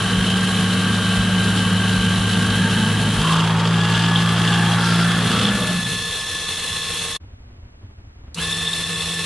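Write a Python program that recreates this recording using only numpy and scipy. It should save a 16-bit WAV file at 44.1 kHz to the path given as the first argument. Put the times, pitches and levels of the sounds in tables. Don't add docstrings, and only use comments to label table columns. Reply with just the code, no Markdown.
import sys
import numpy as np
from scipy import signal
from scipy.fft import rfft, irfft, next_fast_len
from scipy.io import wavfile
from scipy.ndimage import uniform_filter1d

SR = 44100
rng = np.random.default_rng(int(sys.argv[2]) if len(sys.argv) > 2 else 0)


def transcribe(u):
    v = np.clip(np.atleast_2d(u).T, -1, 1)
    q = np.round(v * 32767).astype(np.int16)
    wavfile.write(sys.argv[1], SR, q)


N = 407925
TIME = np.arange(N) / SR

# t/s, strength of the blow/dB
SNAGS = [(3.285, -22), (3.374, -24), (3.803, -24), (3.947, -21), (4.06, -24), (4.157, -12), (4.475, -20),
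         (4.528, -20), (5.091, -18.5), (5.408, -23), (5.454, -17)]

PINION_TEETH = 16
GEAR_RATIO = 30 / PINION_TEETH
GRIP_S = 3.33
BREAK_S, RESUME_S, SWITCH_S = 7.166, 7.197, 8.345


def undb(db):
    return 10 ** (np.asarray(db) / 20)


def unit(x):
    return x / np.sqrt(np.mean(np.abs(x) ** 2))


def curves(table):
    t, *columns = np.transpose(table)
    return [np.interp(TIME, t, column) for column in columns]


def colour(x, points):
    size = next_fast_len(N + 4096)
    hz, db = np.transpose(points)
    f = np.maximum(np.arange(size // 2 + 1) * SR / size, 1)
    gain = undb(np.interp(np.log(f), np.log(hz), db))
    return irfft(rfft(x, size) * gain, size)[:N]


def noise():
    return rng.standard_normal(N)


def wander(rate):
    smoother = signal.butter(2, rate, fs=SR, output="sos")
    return unit(signal.sosfilt(smoother, noise()))


def resonance(x, hz, width_hz):
    edges = [hz - width_hz / 2, hz + width_hz / 2]
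    band = signal.butter(2, edges, "band", fs=SR, output="sos")
    return unit(signal.sosfilt(band, x))


def bump(s, length_s):
    return np.exp(-((TIME - s) / length_s) ** 2)


def ramp(s, length_s):
    return np.clip((TIME - s) / length_s, 0, 1)


def between(start, end, fade_s):
    return np.clip(np.minimum(TIME - start, end - TIME) / fade_s, 0, 1)


def stereo(mid, side):
    # f/Hz, side level/dB
    width = [(100, -41.5), (200, -42), (330, -22.5), (620, -26.5), (1100, -27), (2200, -19.5),
             (3600, -10.5), (6300, -3.5), (11000, 3.5)]
    return mid + np.array([[1], [-1]]) * colour(side, width)


def spread(source, side_db=0):
    return stereo(source(), source() * undb(side_db))


def recur(x, turns, share):
    one_ago = np.interp(turns - 1, turns, x)
    two_ago = np.interp(turns - 2, turns, x)
    return (x + share * one_ago + share ** 2 * two_ago) / np.sqrt(1 + share ** 2 + share ** 4)


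def chips(turns, repeat, grain_db):
    cells = 800
    shape = (700, cells)
    uneven_db = grain_db * np.minimum(rng.exponential(size=shape), 6)
    fresh = rng.standard_normal(shape) * undb(uneven_db)
    pattern = signal.lfilter([1], [1, -np.clip(repeat, 0, .95)], fresh, axis=0).ravel()
    return pattern[(turns * cells).astype(int) % pattern.size]


def engagement(leave_s=5.464, release_s=0.28):
    return np.exp(-np.maximum(TIME - leave_s, 0) / release_s)


def spindle(restart_hz=58.41, spin_up_s=.021):
    # t/s, turns per second f/Hz
    speed = [(0, 53.3), (.5, 52.8), (2.35, 52.62), (3.05, 53.33), (3.2, 53.72), (3.35, 54.84), (3.7, 55.9),
             (4.1, 56.64), (5.0, 57.09), (5.3, 57.4), (6.0, 57.83), (7.2, 57.9)]
    run_up = restart_hz * (1 - np.exp(-np.maximum(TIME - SWITCH_S, 0) / spin_up_s))
    return np.cumsum(np.where(TIME < SWITCH_S, curves(speed)[0], run_up)) / SR


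def beats(steady, entry_db=-3.5, entry_s=1.55, grip_db=-11, grip_s=0.091, ease_s=4.75, ease_db_per_s=-5.5,
          chatter_ends=0.62, chatter_left=0.022, chatter_grow_s=0.17, swell_hz=2.4, swell_depth_db=1):
    two_db = entry_db * (1 - ramp(0, entry_s)) + grip_db * bump(GRIP_S, grip_s)
    two_db = two_db + ease_db_per_s * np.maximum(TIME - ease_s, 0)
    swell_db = swell_depth_db * np.cos(2 * np.pi * swell_hz * (TIME - GRIP_S))
    two = undb(-23.5 + two_db) * np.sqrt(engagement())
    three = undb(-17 + swell_db) * steady * np.sqrt(engagement())
    unsteady = np.maximum(1 - steady / chatter_ends, chatter_left)
    chatter = undb(-20.5) * unsteady * ramp(0, chatter_grow_s) * engagement()
    return two, three, chatter


def shake(turns, steady, fourth_db=-21, chatter_fourth_db=-14, sideband_db=-16, chatter_slip=0.13):
    two, three, chatter = beats(steady)
    angle = 2 * np.pi * turns
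    slip = chatter_slip * wander(24)
    four = undb(fourth_db) * (two + three) + undb(chatter_fourth_db) * chatter * ramp(0.48, 0.68)
    whole = two * np.sin(2 * angle) + three * np.sin(3 * angle) + four * np.sin(4 * angle + 1 + 3 * slip)
    halves = np.sin(7 * angle / 2 + slip) + undb(sideband_db) * np.sin(9 * angle / 2 + slip)
    return np.sqrt(2) * (whole * undb(.5 * wander(26)) + chatter * halves * undb(0.69 * wander(6)))


def cutting(turns, depth_db, steady, bite=0.12, burst_db=3.0, crunch_burst_db=2.0, scrape_slope=1.6,
            surge_db=1.7, surge_s=0.1, ring_db=-6, shank_hz=3290, shank_width_hz=460):
    # f/Hz, level/dB
    judder_colour = [(30, -25), (55, -9), (85, -6.5), (125, -4), (160, -1), (205, -1), (250, -5),
                     (300, -14.5), (370, -22.5), (455, -13.5), (540, -20.5), (800, -29.5), (2000, -53.5)]
    crunch_colour = [(150, -11), (330, -1.5), (530, -7.5), (700, -5), (870, -4.5), (1000, -8.5),
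                     (1130, 2.5), (1230, -2.5), (1450, -0.5), (1650, -2.5), (1850, -6.5), (2100, -9),
                     (3000, -14.5), (6000, -42.5)]
    scrape_colour = [(1000, -13), (2000, -15), (2500, -4.5), (2850, 4), (3300, -3), (3700, 0),
                     (3900, -10.5), (4500, -4.5), (5150, -7), (5600, -13), (8000, -14), (11500, -43)]
    surge = surge_db * sum(bump(s, surge_s) for s, db in SNAGS)
    undecided = np.sin(np.pi * steady) ** 2
    judder = undb(-26.5 - 12.5 * steady ** 2 + 4 * undecided) * engagement()
    crunch = undb(-25.5 + depth_db)
    scrape = undb(-31 + scrape_slope * depth_db + surge)
    contact = 1 + bite * np.sin(2 * np.pi * turns)
    tearing = wander(110)
    bursts = contact * undb(burst_db * (tearing + wander(24.7)) / np.sqrt(2))
    crumbs = contact * undb(crunch_burst_db * steady * tearing)
    low = spread(lambda: unit(colour(chips(turns, repeat=0.087, grain_db=2.0), judder_colour)))
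    mid = spread(lambda: unit(colour(chips(turns, repeat=0.47, grain_db=3.0) * crumbs, crunch_colour)),
                 side_db=4.5)
    high = spread(lambda: unit(colour(chips(turns, repeat=0.21, grain_db=2.0) * bursts, scrape_colour)))
    ring = spread(lambda: resonance(recur(noise(), turns, share=0.67) * bursts, shank_hz, shank_width_hz))
    ringing = np.hypot(scrape * undb(ring_db), snags())
    return low * judder + mid * crunch + high * scrape + ring * ringing


def gears(turns, load, steady, whirr_db, whine_db, slip_free=0.2, slip_loaded=0.44, whine_side_db=8,
          slip_starting=1.2, jitter=0.15, jitter_hz=110):
    # multiple of motor speed, then level/dB within the whirr for
    tone_levels = [(10, -28, -28, -13, -14), (15, -24, -9, -40, -40), (30, -20, -20, -18, -21),
                   (31.7, -32, -24, -12, -14), (32.5, -26, -26, -15, -11), (35, -24, -30, -20, -24),
                   (40, -12, -36, -17, -23), (45, -38, -38, -22, -19), (50, -30, -30, -18, -19),
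                   (55, -38, -38, -19, -30), (60, -30, -34, -18, -34), (65, -40, -40, -22, -34),
                   (70, -40, -40, -30, -18), (75, -40, -40, -34, -21)]
    starting = slip_starting * bump(SWITCH_S, 0.066)
    slip = (slip_free + (slip_loaded - slip_free) * load) * wander(18)
    slip = slip + (jitter + starting) * wander(jitter_hz)
    angle = 2 * np.pi * turns * GEAR_RATIO + slip / PINION_TEETH
    even, held = steady ** 2, engagement()
    tones = []
    for order, chatter_db, even_db, free_db, restart_db in tone_levels:
        cutting_db = chatter_db + (even_db - chatter_db) * even
        clear_db = np.where(TIME < SWITCH_S, free_db, restart_db)
        db = held * cutting_db + (1 - held) * clear_db
        tones.append((order, whirr_db + db + 3.3 * wander(24), 0))
    tones.append((PINION_TEETH, whine_db + 2.5 * wander(30), whine_side_db))
    mid, side = 0, 0
    for order, db, side_db in tones:
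        gain = undb(db)
        mid = mid + gain * np.sin(order * angle)
        side = side + gain * undb(side_db) * np.sin(order * angle + rng.uniform(0, 2 * np.pi))
    return np.sqrt(2) * stereo(mid, side)


def rattle(turns, load, throb=0.22, repeat=0.36, grain_db=1.3):
    # multiple of motor speed, width f/Hz, level running free/dB, level under load/dB
    rattle_bands = [(11.3, 74, -19.5, -18.5), (16.21, 87, -17, -6.5), (30.46, 130, -11.5, -3.5),
                    (32.25, 163, -2.5, -6.5), (36.64, 136, -16.5, -14), (47.4, 280, -16.5, -26.5),
                    (49.6, 88, -17, -29.5), (54.7, 80, -22, -24), (62.2, 180, -21.5, -22.5),
                    (73, 400, -18.5, -26.5)]
    mid, side = 0, 0
    for order, width_hz, free_db, loaded_db in rattle_bands:
        band = wander(width_hz / 2) + 1j * wander(width_hz / 2)
        gain = undb(free_db + (loaded_db - free_db) * load)
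        carrier = np.exp(2j * np.pi * order * GEAR_RATIO * turns) * gain
        mid = mid + (band * carrier).real
        side = side + (band[::-1] * carrier).real
    grain = unit((1 + throb * np.sin(2 * np.pi * turns)) * undb(grain_db * wander(90)))
    return stereo(recur(mid, turns, repeat), recur(side, turns, repeat)) * grain


def wear(turns, slip=.0015):
    size, lowest, highest = 4096, 22, 110
    orders = np.arange(highest)
    lines = rng.standard_normal(highest) + 1j * rng.standard_normal(highest)
    pattern = irfft(lines * (orders >= lowest), size)
    motor_turns = turns * GEAR_RATIO + slip * wander(20)
    return unit(pattern[(motor_turns * size).astype(int) % size])


def brushes(turns, spark=0.27, flicker_db=1.47, wear_db=-8):
    # f/Hz, level/dB
    housing = [(50, -7.5), (105, 2), (210, -2.5), (380, -9), (460, 5.5), (560, -7.5), (1150, -4),
               (1450, -7.5), (1800, -1.5), (2450, -5.5), (2650, 6), (3000, -3.5), (4000, 0.5), (4400, -2),
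               (4680, -13), (4900, -9), (6000, -9), (6270, -13.5), (6600, -6.5), (7000, -9.5), (7320, -11),
               (7600, -10.5), (8200, -8), (10800, -8.5), (11500, -17.5)]
    sparking = 1 + spark * np.sin(2 * np.pi * 10 * GEAR_RATIO * turns)
    gate = sparking * undb(flicker_db * (wander(70) + wander(12.5)) / np.sqrt(2))
    return spread(lambda: unit(colour((noise() + undb(wear_db) * wear(turns)) * gate, housing)))


def drive(turns, steady, unload_s=5.17, unload_length_s=0.54, even_relief=0.26, whirr_load_db=1.5,
          brush_load_db=-1.5, dip_s=0.27, hiss_dip_db=-8, whirr_dip_db=-3.5, restart_db=1):
    # t/s, level/dB
    whine = [(0, -36.5), (1.2, -31.5), (2.95, -34.5), (3.55, -53), (3.8, -32.5), (4.6, -31.5), (4.9, -40),
             (5.6, -32), (7.15, -40.5), (8.6, -33.5), (9.25, -36.5)]
    load = np.clip((1 - ramp(unload_s, unload_length_s)) * (1 - even_relief * steady), 0, 1)
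    age = np.maximum(TIME - GRIP_S, 0) / dip_s
    dip = age * np.exp(1 - age)
    whirr_db = -30 + whirr_load_db * load + whirr_dip_db * dip + restart_db * (TIME > SWITCH_S)
    whirr = gears(turns, load, steady, whirr_db, curves(whine)[0]) + rattle(turns, load) * undb(whirr_db)
    return whirr, brushes(turns) * undb(-28.5 + brush_load_db * load + hiss_dip_db * dip)


def feed(steady, waver=0.28, frame_hz=450, frame_db=-42, even_db=-5, creep_db=-42.5, clear_db=-41,
         travel_db=-30.5):
    # f/Hz, level/dB
    feed_tones = [(167, -3.5), (334, -19), (450, -17)]
    hum = sum(undb(db) * np.sin(2 * np.pi * hz * TIME + waver * wander(16.0)) for hz, db in feed_tones)
    frame = np.sin(2 * np.pi * frame_hz * TIME + 2 * waver * wander(17)) * engagement()
    before_db = clear_db + (creep_db - clear_db) * engagement()
    hum_db = np.where(TIME < SWITCH_S, before_db, travel_db)
    hum = hum * undb(hum_db + 1.5 * wander(8.2))
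    return np.sqrt(2) * (hum + frame * undb(frame_db + even_db * steady + 2 * wander(24)))


def singing(turns, fade_s=0.06, slip=.55, flutter_db=2.5):
    # start t/s, end t/s, multiple of spindle speed, level/dB
    sung_tones = [(1.4, 3.25, 17, -43.5), (0, 3.2, 21, -47), (0, 2.7, 60, -39.5), (3.68, 4.15, 49.5, -38.5),
                  (3.37, 3.72, 16.5, -35), (3.68, 3.92, 15, -36), (3.85, 4.15, 16, -33),
                  (4.08, 4.5, 15.5, -39), (4.5, 5, 16, -37.5), (4.45, 4.87, 14.5, -35),
                  (4.45, 4.8, 12.5, -39), (4.45, 5.05, 28, -36.5), (4.76, 5.08, 24, -32.5),
                  (5.32, 5.69, 8.5, -35), (5.56, 5.77, 10.5, -38.5)]
    out = 0
    for start, end, order, db in sung_tones:
        gain = undb(db + flutter_db * wander(35.5)) * between(start, end, fade_s)
        out = out + gain * np.sin(2 * np.pi * order * turns + slip * wander(12))
    return np.sqrt(2) * out


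def workshop(diffuse_db=-55.5, flicker_db=2.3):
    # f/Hz, level/dB
    rumble_colour = [(25, -15.5), (48, -9), (69, -8), (81, -3.5), (101, -5), (152, -26.5), (223, -21),
                     (518, -33), (1760, -41.5), (3000, -47.5), (4500, -62), (11000, -77)]
    hiss_colour = [(30, -14.5), (65, -20.5), (227, -2), (953, -1.5), (2620, -5), (3620, -8), (5790, -12),
                   (11000, -24.5)]
    diffuse = unit(colour(noise(), hiss_colour)) * undb(diffuse_db)
    rumble = unit(colour(noise(), rumble_colour)) * undb(-42 + flicker_db * wander(20))
    return rumble + np.array([[1], [-1]]) * diffuse


def jolts(hz=56, rise_s=0.025):
    # t/s, peak level/dB
    grabs = [(.165, -21), (1.167, -21), (1.482, -25), (1.97, -22), (2.168, -25.5), (2.488, -23),
             (3.166, -24)]
    out = 0
    for s, db in grabs:
        age = np.maximum(TIME - s, 0)
        envelope = (age / rise_s * np.exp(1 - age / rise_s)) ** 2
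        out = out + undb(db) * envelope * np.sin(2 * np.pi * hz * age)
    return out


def growl(turns, fade_s=0.046, rough_db=2.0, drift_s=0.00029):
    # start t/s, end t/s, centre f/Hz, width f/Hz, level/dB
    growl_bands = [(2.45, 2.983, 1643, 140, -32.5), (2.6, 3.7, 890, 35, -38.5),
                   (4.1, 4.898, 850, 160, -38.5), (3.2, 3.457, 1110, 220, -24.5),
                   (3.32, 3.618, 980, 190, -33.5), (3.4, 4.2, 900, 215, -36), (3.2, 4, 470, 200, -37),
                   (3.55, 4.85, 1160, 130, -35), (4.42, 4.715, 1650, 120, -32.5),
                   (4.75, 5.25, 1470, 280, -31), (5.28, 5.46, 1290, 180, -30.5), (5.3, 5.62, 197, 28, -34),
                   (5.7, 5.99, 142, 54, -30.5), (2.1, 3.202, 213, 40, -29.5), (4.78, 5.08, 4944, 1000, -33)]
    blows = chips(turns / 2, repeat=0.42, grain_db=2.5) * undb(rough_db * wander(55))
    out = 0
    for start, end, hz, width_hz, db in growl_bands:
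        out = out + resonance(blows, hz, width_hz) * undb(db) * between(start, end, fade_s)
    out = np.interp(TIME + drift_s * wander(7.1), TIME, out)
    return stereo(out, np.roll(out, SR // 300))


def snags(decay_s=0.0079, rise_s=0.0013, again_db=-6.0, turn_s=.0175):
    blows = np.zeros(N)
    for s, db in SNAGS:
        for turn in range(3):
            blows[int((s + turn * turn_s) * SR)] += undb(db + again_db * turn)
    fading = signal.lfilter([1], [1, -np.exp(-1 / (decay_s * SR))], blows)
    return uniform_filter1d(fading, int(rise_s * SR) + 1)


def throbs(hz=178, length_s=0.019):
    # t/s, peak level/dB
    edge_bumps = [(5.585, -21), (5.624, -23), (5.70, -15), (5.74, -17), (5.78, -25), (5.87, -31),
                  (5.931, -24.5)]
    return sum(undb(db) * bump(s, length_s) * np.cos(2 * np.pi * hz * (TIME - s)) for s, db in edge_bumps)


def switch(db=-28, decay_s=0.0078):
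    age = TIME - SWITCH_S
    shape = [(300, -18), (2800, -22), (3900, 3), (6000, 2), (11000, -9)]  # Hz, dB
    snap = spread(lambda: unit(colour(noise(), shape)))
    return snap * undb(db) * (age > 0) * np.exp(-np.abs(age) / decay_s)


def start_up(db=-26, peak_s=8.39, width_s=0.018, rise_per_s=5, grit_db=2.5):
    age = np.clip(TIME - peak_s, -3 * width_s, 3 * width_s)
    rising = TIME + rise_per_s * age ** 2 / 2
    shape = [(60, -10), (170, 12), (300, -6), (800, -7), (1400, 2), (2200, -16), (3050, 10), (3500, -8),
             (4100, -4), (4700, -16), (11000, -28)]
    grit = undb(grit_db * wander(200))
    rasp = spread(lambda: np.interp(rising, TIME, unit(colour(noise() * grit, shape))))
    return rasp * undb(db) * bump(peak_s, width_s)


def knocks(hz=3550, width_hz=300, length_s=0.0036):
    # t/s, peak of the loudness curve/dB
    tooth_knocks = [(8.443, -24), (8.494, -25), (8.528, -23), (8.665, -24), (8.677, -21), (8.736, -19.5)]
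    ring = spread(lambda: resonance(noise(), hz, width_hz))
    return ring * sum(undb(db) * bump(s, length_s) for s, db in tooth_knocks)


def scene(swell_in_s=0.063, free_s=0.16, mesh_s=8.38, mesh_rise_s=0.042):
    # t/s, depth of the bite as level/dB, steadiness from 0 = chattering to 1 = even
    cut = [(0, -2.5, 0.034), (2.3, -3.5, 0.033), (3.17, -2.5, 0.37), (3.28, -1, 0.8), (4.4, -.5, 0.74),
           (5.08, 0, 0.84), (5.45, -0.5, 0.15), (5.72, -4.5, 0.3), (5.95, -20, 0.37)]
    turns = spindle()
    depth_db, steady = curves(cut)
    steady = np.clip(steady, 0, 1)
    whirr, hiss = drive(turns, steady)
    touching = np.exp(-np.maximum(TIME - cut[-1][0], 0) / free_s)
    contact = shake(turns, steady) + cutting(turns, depth_db, steady) + growl(turns) + singing(turns)
    work = contact * touching + jolts() + throbs()
    before = np.exp(-np.maximum(TIME - BREAK_S, 0) / 0.0032)
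    restart = ramp(SWITCH_S, swell_in_s)
    meshing = ramp(mesh_s, mesh_rise_s)
    machine = work * before + (hiss + feed(steady)) * (before + restart) + whirr * (before + meshing)
    resumed = np.clip((TIME - RESUME_S) / 0.013, .08, 1)
    return machine + workshop() * np.maximum(before, resumed) + switch() + start_up() + knocks()


def record(dry, top_hz=11400):
    return signal.sosfilt(signal.ellip(10, .2, 80, top_hz, fs=SR, output="sos"), dry)


dry = scene()
out = record(dry)
transcribe(out)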